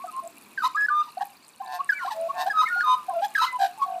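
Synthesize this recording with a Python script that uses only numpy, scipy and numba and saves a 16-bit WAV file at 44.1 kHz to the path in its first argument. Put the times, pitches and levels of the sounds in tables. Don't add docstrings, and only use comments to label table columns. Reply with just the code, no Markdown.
import sys
import numpy as np
from scipy import signal
from scipy.fft import rfft, irfft
from scipy.io import wavfile
from scipy.ndimage import map_coordinates
from numba import njit

SR = 44100
rng = np.random.default_rng(int(sys.argv[2]) if len(sys.argv) > 2 else 0)


def log_audio(samples):
    frames = np.atleast_2d(samples).T
    limited = np.clip(frames, -1, 1)
    pcm = np.round(limited * 32767).astype(np.int16)
    wavfile.write(sys.argv[1], SR, pcm)


N = 176400

# frequency in Hz, relative level in dB.
GARDEN_SPECTRUM = [(18, -34), (30, -28), (130, -10.5), (187, -7), (249, -7), (505, -10), (1050, -1.5),
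                   (1440, -9), (2100, -12), (2490, -7), (3070, -16), (3880, -12), (5590, -19), (9190, -19),
                   (15500, -23)]
# time in seconds, gain in dB.
GARDEN_SWELL = [(0, -1), (.6, -1), (1.2, -2), (1.6, -4.5), (2.2, 2.5), (4, 0)]
# time in seconds, level in dB.
RUSH_LEVELS = [(0, -63.5), (.45, -59.5), (.62, -60.5), (.8, -66), (4, -70)]
# centre pitch in Hz, bubbles per second, bed level in dB,
# decay in seconds.
BUBBLES = [(2537, 70, -62, 0.0043), (4275, 55, -66.5, 0.003), (7700, 25, -71.5, 0.0024)]
# start in seconds, level in dB, ring pitch in Hz.
DROPS = [(0.165, -30, 9020), (0.2365, -33.5, 9100), (0.2757, -27.5, 7530), (0.3828, -31, 10900),
         (0.759, -33.5, 7260), (1.123, -39.5, 4130), (1.18, -37, 4270), (1.482, -34, 9000),
         (1.6624, -38.5, 3750), (1.676, -36, 4430), (1.8458, -27.5, 8750), (2.2136, -31, 9000),
         (2.6873, -34.5, 7850), (2.8496, -31, 12300), (3.0966, -32, 8900), (3.2828, -36, 7200)]
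# start and length in seconds, first and last pitch in Hz, level in dB,
# attack and release in seconds, overtone and rasp weights in dB.
WHISTLES = [ (0, 0.053, 1054, 1178, -41, 0.0016, 0.0096, -45, -19.5),
            (0.066, 0.042, 1333, 1220, -36.5, 0.027, 0.012, -48, -48),
            (0.111, 0.093, 1036, 1064, -23, 0.18, 0.0075, -63, -27.5),
            (0.619, 0.049, 1264, 1267, -26.5, 0.0048, 0.0098, -12, -13.5),
            (0.631, 0.049, 1002, 1040, -21, 0.019, 0.01, -51, -12.5),
            (0.745, 0.039, 1134, 1390, -23.5, 0.011, 0.028, -50, -21),
            (0.764, 0.1, 1652, 1713, -22, 0.018, 0.0038, -35.5, -28.5),
            (0.893, 0.14, 1194, 1215, -21, 0.025, 0.026, -28, -43),
            (1.023, 0.054, 1220, 1199, -38, 0.015, 0.059, -24, -9),
            (1.053, 0.046, 1026, 966, -39, 0.064, 0.014, -37, -8.5),
            (1.614, 0.046, 1078, 998, -39.5, 0.011, 0.021, -33, -26),
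            (1.785, 0.035, 1054, 1144, -22.5, 0.031, 0.0088, -54, -31),
            (1.926, 0.068, 2360, 2273, -34.5, 0.057, 0.014, -38, -33),
            (1.981, 0.033, 2200, 1640, -39, 0.0053, 0.0083, -52, -82),
            (1.984, 0.068, 1504, 1360, -33.5, 0.017, 0.0027, -66, -15),
            (1.999, 0.042, 1183, 986, -22, 0.096, 0.0046, -20, -21),
            (2.066, 0.033, 977, 1200, -21.5, 0.035, 0.026, -49, -13.5),
            (2.283, 0.037, 1086, 1124, -8.5, 0.13, 0.018, -39, -32),
            (2.493, 0.04, 1725, 1607, -23.5, 0.017, 0.025, -18, -24.5),
            (2.525, 0.1, 1276, 1261, -16.5, 0.096, 0.014, -20, -25.5),
            (2.615, 0.03, 1025, 1011, -23.5, 0.0058, 0.016, -38, -11.5),
            (2.633, 0.026, 1221, 1360, -18.5, 0.0015, 0.031, -27, -18.5),
            (2.651, 0.036, 1983, 2260, -22.5, 0.028, 0.028, -41, -17),
            (2.671, 0.035, 1835, 1836, -30.5, 0.014, 0.016, -36, -13.5),
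            (2.682, 0.15, 1438, 1437, -24, 0.061, 0.0039, -28.5, -24),
            (2.806, 0.0088, 1696, 1660, -16, 0.0043, 0.01, -17, -19),
            (2.828, 0.15, 1231, 1236, -23.5, 0.019, 0.086, -9.5, -26),
            (2.849, 0.11, 1026, 1007, -18, 0.06, 0.016, -33.5, -26.5),
            (2.948, 0.11, 1271, 1147, -28, 0.035, 0.22, -28, -34),
            (3.092, 0.056, 1122, 944, -35.5, 0.017, 0.032, -35, -41),
            (3.363, 0.049, 1325, 1275, -35, 0.016, .015, -13, -6),
            (3.387, .06, 1292, 1293, -22.5, 0.0099, 0.013, -11, -13.5),
            (3.413, 0.045, 999, 1031, -20.5, 0.0062, 0.01, -17.5, -10.5),
            (3.446, 0.056, 1345, 1311, -24, 0.014, 0.1, 6, -7),
            (3.463, 0.076, 2067, 2003, -30.5, 0.028, 0.08, -30, -44),
            (3.515, 0.064, 1013, 993, -26, 0.046, 0.014, -33, -54),
            (3.814, 0.041, 1086, 1132, -19, 0.0098, 0.034, -27, -22),
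            (3.772, 0.048, 890, 830, -41, 0.0096, 0.013, -22, -31),
            (3.79, 0.073, 1112, 1095, -34.5, 0.022, 0.014, -51, -22)]
# harmonic number, weight in dB.
WHISTLE_HARMONICS = [(2, -10.5), (3, 2.5), (4, -17), (5, -13), (7, -19.5)]
# start and length in seconds, first and last pitch in Hz, level in dB,
# attack and release in seconds, throbs per second, throb depth from 0 to 1, rasp weight in dB.
CHORTLES = [ (0.038, 0.041, 745, 715, -27, 0.0063, 0.058, 50.4, 0.99, -34),
            (0.217, 0.062, 677, 681, -35.5, 0.044, 0.0053, 51, 0.57, -41),
            (1.168, 0.024, 706, 792, -27, 0.0085, 0.013, 72, 0.36, -35),
            (1.206, 0.033, 789, 820, -21.5, 0.0041, 0.013, 55, 1, -26),
            (1.598, 0.026, 765, 806, -29, 0.014, 0.012, 42, 0.4, -22),
            (2.044, 0.041, 768, 794, -27, 0.0076, 0.024, 55, 0.75, -16.5),
            (2.097, .05, 902, 868, -25.5, 0.026, 0.036, 85, 0.54, -9),
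            (2.133, 0.15, 645, 671.7, -27, 0.087, 0.0057, 82, 0.42, -44),
            (2.455, 0.039, 711, 839, -19, 0.017, 0.014, 74.8, 0.85, -22.5),
            (2.754, 0.041, 777, 814, -33.5, .01, 0.017, 45, 1, -23),
            (3.079, 0.045, 763, 780, -21.5, 0.018, 0.03, 45.6, 0.82, -42),
            (3.114, 0.1, 694, 663, -23.5, 0.059, 0.012, 25, 0.46, -31),
            (3.214, 0.053, 792, 834, -21, 0.017, 0.015, 29, 0.46, -14),
            (3.583, .1, 806.5, 759.6, -16, 0.049, 0.048, 62.6, 0.84, -17.5),
            (3.838, 0.17, 779, 721, -28, 0.065, 0.046, 51.4, 1, -48)]
# harmonic number, weight in dB.
CHORTLE_HARMONICS = [(2, -3.5), (4, -16.5)]
# start and length in seconds, landing pitch in Hz, level in dB,
# dive in octaves, rasp weight in dB.
YELPS = [(0.574, 0.024, 1566, -25.5, 0.51, -21), (.599, 0.018, 1500, -30, 0.13, -17),
         (0.882, 0.017, 1500, -20.5, 0.12, -27.5), (1.8897, 0.023, 1646, -16.5, 0.45, -26),
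         (1.917, 0.022, 1500, -22.5, 0.107, -20), (3.348, 0.024, 1651, -19, 0.78, -15.5),
         (3.376, 0.017, 1550, -20, 0.17, -11)]
# start and length in seconds, the lower voice's first and
# last pitch in Hz, upper pitch in Hz, level in dB, attack and release in seconds, rasp weight in dB.
BUZZES = [(1.192, 0.039, 828, 772, 937, -39.5, 0.026, 0.012, -6),
          (1.596, 0.21, 770, 712, 883, -35, 0.23, 0.06, 4.5),
          (2.319, 0.15, 691.7, 746.8, 894.3, -30.5, 0.12, 0.066, 4)]
# multiple of the lower voice, multiple of the upper voice, weight in dB.
BUZZ_TONES = [(1, 0, 3), (0, 1, -3.5), (-1, 2, 0), (2, 0, -16), (1, 1, -9), (0, 2, -6), (0, 3, -14.5)]
# centre in Hz, width in Hz, gain in dB.
WINDPIPE = [(1890, 450, 8), (2560, 90, 2.5), (3005, 74, 5.5), (4540, 87, 0), (5080, 100, 2),
            (5885, 420, -1), (6800, 200, 2)]
# time in seconds, throat in Hz, beak in Hz.
GAPE = [(.65, 4110, 7380), (1.22, 3940, 8400), (2.41, 3830, 7930), (2.95, 3810, 8000), (3.25, 3220, 7950),
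        (3.43, 4140, 8250), (3.63, 3780, 7550)]
# delay in seconds, linear gain.
POOL_REFLECTIONS = [(.0009, -0.0013), (.0023, -0.25), (.0037, .4), (.0058, 0.66)]
# frequency in Hz, relative gain in dB.
RASP_EQ = [(1240, -28), (1750, -7), (3900, -1), (5000, -1.5), (7100, -12.5), (9600, -10.5), (12400, -11.5),
           (13500, -10), (15500, -24)]

GARDEN_DB, RUSH_BAND_HZ = -54, (184, 365)
PATTER_PER_S, PATTER_DB, PATTER_SPREAD_DB = 420, -59.5, 6.5
PATTER_HZ, PATTER_DECAY_CYCLES, DROP_DECAY_CYCLES = (7280, 14200), 1.6, 7.5
LAPS_PER_S, LAP_DB = 14, 3.5
WAVER, ROUGH_WAVER, WAVER_PER_S = .002, .11, 266.7
OVERTONE_FLUTTER, SHIMMER, FLUTTER_PER_S = 0.043, 0.11, 220.4
BREAK_DEPTH, BREAK_PER_S = .13, 700
RASP_JITTER_RAD, RASP_JITTER_PER_S, RASP_AIR, RASP_TRIM_DB = 0.27, 500, 0.46, -5.5
THROAT_WIDTH_HZ, THROAT_DB, BEAK_WIDTH_HZ, BEAK_DB, BEAK_OVERTONE = 570, 4, 140, 9, 1.51
VOICE_LOW_CUT_HZ, RASP_LOW_CUT_HZ, DIVE_S = 476, 1400, 0.00256
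ECHO_DB, ECHO_DELAY_S, ECHO_T60_S, ECHO_TOP_HZ = -19, 0.014, .25, 7100
SLAP_S, SLAP_DB = 0.058, -30


def undb(db):
    return 10 ** (np.asarray(db) / 20)


def unit(x):
    return x / np.sqrt(np.mean(x ** 2) + 1e-20)


def add(out, start, x):
    i = max(int(start * SR), 0)
    out[i:i + len(x)] += x[:max(N - i, 0)]


def colour(x, points):
    hz, db = np.array(points).T
    bins_hz = np.maximum(np.arange(len(x) // 2 + 1) * SR / len(x), 1)
    gain = undb(np.interp(np.log(bins_hz), np.log(hz), db))
    return unit(irfft(rfft(x) * gain, len(x)))


def cut(x, hz, kind, order=2):
    return signal.sosfilt(signal.butter(order, hz, kind, fs=SR, output="sos"), x)


def wander(samples, rate):
    steps = rng.standard_normal(size=256)
    return map_coordinates(steps, [np.arange(samples) / SR * rate], order=3, mode="mirror")


def swell(length, attack, release):
    t = np.arange(int(length * SR)) / SR
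    ramp = lambda u: np.sin(np.pi / 2 * np.clip(u, 0, 1)) ** 1.366
    return t, ramp(t / attack) * ramp((length - t) / release)


@njit
def resonate(x, hz, width):
    y, band_state, low_state = np.empty(len(x)), 0., 0.
    for i in range(len(x)):
        tuning, damping = np.tan(np.pi * hz[i] / SR), width / hz[i]
        band = (band_state + tuning * (x[i] + 1e-18 - low_state)) / (1 + tuning * (tuning + damping))
        band_state = 2 * band - band_state
        low_state += 2 * tuning * band
        y[i] = damping * band
    return y


def garden():
    fader = lambda points: undb(np.interp(np.arange(N) / SR, *np.array(points).T))
    rush = unit(cut(rng.standard_normal(N), RUSH_BAND_HZ, "band"))
    air = colour(rng.standard_normal(N), GARDEN_SPECTRUM)
    return undb(GARDEN_DB) * fader(GARDEN_SWELL) * air + fader(RUSH_LEVELS) * rush


def bubble(hz, decay):
    t = np.arange(int(6 * decay * SR) + 2) / SR
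    env = (1 - np.exp(-t * hz)) * np.exp(-t / decay)
    return env * np.sin(2 * np.pi * hz * t * (1 + 0.011 * t / decay))


def patter():
    out, (low, high) = np.zeros(N), PATTER_HZ
    for when, pitch, smallness in rng.random((int(PATTER_PER_S * N / SR), 3)):
        hz = low * (high / low) ** pitch
        db = -PATTER_SPREAD_DB * np.log(smallness + .02)
        add(out, when * N / SR, undb(db) * bubble(hz, PATTER_DECAY_CYCLES / hz))
    lapping = undb(LAP_DB * wander(N, LAPS_PER_S))
    return undb(PATTER_DB) * unit(out * lapping)


def water():
    t = np.arange(256) / SR
    out = patter()
    for start, db, hz in DROPS:
        splash = cut(rng.standard_normal(len(t)) * np.exp(-t / 0.0011), 5600, "high")
        add(out, start, undb(db) * bubble(hz, DROP_DECAY_CYCLES / hz))
        add(out, start, undb(db) * 0.13 * splash)
    for centre_hz, rate, db, decay in BUBBLES:
        bed = np.zeros(N)
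        for when, pitch, smallness in rng.random((int(rate * N / SR), 3)):
            hz = centre_hz * 2 ** (.35 * (pitch - .5))
            add(bed, when * N / SR, undb(-14 * smallness) * bubble(hz, decay))
        out += undb(db) * unit(bed)
    return out


def sing(hz, rasp_db):
    waver = (WAVER + ROUGH_WAVER * undb(rasp_db)) * wander(len(hz), WAVER_PER_S)
    return 2 * np.pi * np.cumsum(hz * (1 + waver)) / SR


def whistle(hz, env, overtones_db, rasp_db):
    flutter = lambda depth: 1 + depth * wander(len(env), FLUTTER_PER_S)
    phase = sing(hz, rasp_db)
    push = env * (0.11 + 2.04 * np.linspace(0, 1, len(env)) ** 2)
    overtones = sum(undb(db) * flutter(OVERTONE_FLUTTER) * np.sin(k * phase)
                    for k, db in WHISTLE_HARMONICS)
    tone = np.sqrt(2) * env * flutter(SHIMMER) * (np.sin(phase) + undb(overtones_db) * push * overtones)
    edges = 4 * env * (1 - env)
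    tone *= 1 + BREAK_DEPTH * edges * wander(len(env), BREAK_PER_S)
    return tone, undb(rasp_db) * env ** 0.92 * rattle(phase)


def whistles():
    for start, length, hz, end_hz, db, attack, release, overtones_db, rasp_db in WHISTLES:
        t, env = swell(length, attack, release)
        yield start, db, *whistle(np.linspace(hz, end_hz, len(t)), env, overtones_db, rasp_db)


def rattle(phase):
    cycles = (phase + RASP_JITTER_RAD * wander(len(phase), RASP_JITTER_PER_S)) / (2 * np.pi)
    samples_from_slap = (cycles % 1 - .5) / np.gradient(phase / (2 * np.pi))
    slaps = np.sinc(samples_from_slap) * np.exp(-(samples_from_slap / 5) ** 2)
    slaps *= 1 + 0.043 * wander(len(phase), RASP_JITTER_PER_S)
    return unit(slaps - slaps.mean()) + RASP_AIR * rng.standard_normal(len(phase))


def throat(rasp):
    when, *tracks = np.array(GAPE).T
    throat_hz, beak_hz = (np.interp(np.arange(N) / SR, when, hz) for hz in tracks)
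    steady = [(np.full(N, float(hz)), width, db) for hz, width, db in WINDPIPE]
    moving = [(throat_hz, THROAT_WIDTH_HZ, THROAT_DB),
              (beak_hz, BEAK_WIDTH_HZ, BEAK_DB),
              (BEAK_OVERTONE * beak_hz, 2 * BEAK_WIDTH_HZ, BEAK_DB)]
    ringing = sum(undb(db) * resonate(rasp, hz, float(width)) for hz, width, db in steady + moving)
    return .35 * rasp + ringing


def chortles():
    for start, length, hz, end_hz, db, attack, release, rate, depth, rasp_db in CHORTLES:
        t, env = swell(length, attack, release)
        gap = depth * (1 - np.abs(np.sin(np.pi * rate * t)))
        bend = 1 + 0.12 * (gap - gap.mean())
        phase = sing(np.linspace(hz, end_hz, len(t)) * bend, rasp_db)
        overtones = undb(rasp_db / 2) * sum(undb(h_db) * np.sin(k * phase)
                                            for k, h_db in CHORTLE_HARMONICS)
        tone = np.sqrt(2) * env * ((1 - gap) * np.sin(phase) + (0.25 + gap) * overtones)
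        rasp = undb(rasp_db) * env ** 0.92 * (.5 + 2 * gap) * rattle(phase)
        yield start, db, tone, rasp


def yelps():
    for start, length, hz, db, octaves, rasp_db in YELPS:
        t, env = swell(length, attack=.007, release=0.0087)
        dive_hz = hz * 2 ** (octaves * np.exp(-t / DIVE_S))
        yield start, db, *whistle(dive_hz, env, overtones_db=-30.5, rasp_db=rasp_db)


def buzzes():
    for start, length, hz, end_hz, upper_hz, db, attack, release, rasp_db in BUZZES:
        t, env = swell(length, attack, release)
        lower = sing(np.linspace(hz, end_hz, len(t)), rasp_db=-11)
        upper = sing(np.full(len(t), upper_hz), rasp_db=-36)
        tone = sum(undb(tone_db) * env ** ((abs(a) + b + 1) / 2) * np.sin(a * lower + b * upper)
                   for a, b, tone_db in BUZZ_TONES)
        rasp = undb(rasp_db) * env ** 4 * (1 + .5 * np.cos(upper - lower)) * rattle(upper)
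        yield start, db, np.sqrt(2) * tone, rasp


def magpies():
    tone_bus, rasp_bus = np.zeros(N), np.zeros(N)
    for start, db, tone, rasp in (*whistles(), *yelps(), *chortles(), *buzzes()):
        add(tone_bus, start, undb(db) * tone)
        add(rasp_bus, start, undb(db) * rasp)
    in_pool = rasp_bus.copy()
    for delay, gain in POOL_REFLECTIONS:
        add(in_pool, delay, gain * rasp_bus)
    coloured = cut(colour(throat(in_pool), RASP_EQ), RASP_LOW_CUT_HZ, "high")
    rasp = undb(RASP_TRIM_DB) * rasp_bus.std() * unit(coloured)
    return cut(tone_bus, VOICE_LOW_CUT_HZ, "high", order=5) + rasp


def echo(x):
    t = np.arange(SR // 2) / SR
    tail = cut(rng.standard_normal(len(t)), ECHO_TOP_HZ, "low")
    tail *= np.exp(-np.log(1000) * t / ECHO_T60_S) * (t > ECHO_DELAY_S)
    out = undb(ECHO_DB) * signal.fftconvolve(x, tail / np.linalg.norm(tail))[:N]
    add(out, SLAP_S, undb(SLAP_DB) * cut(x, ECHO_TOP_HZ, "low"))
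    return out


def scene():
    near = magpies() + water()
    return (near + echo(near) + garden())[None]


def record(dry):
    return signal.sosfilt(signal.ellip(10, .2, 80, 15400, fs=SR, output="sos"), dry)


dry = scene()
out = record(dry)
log_audio(out)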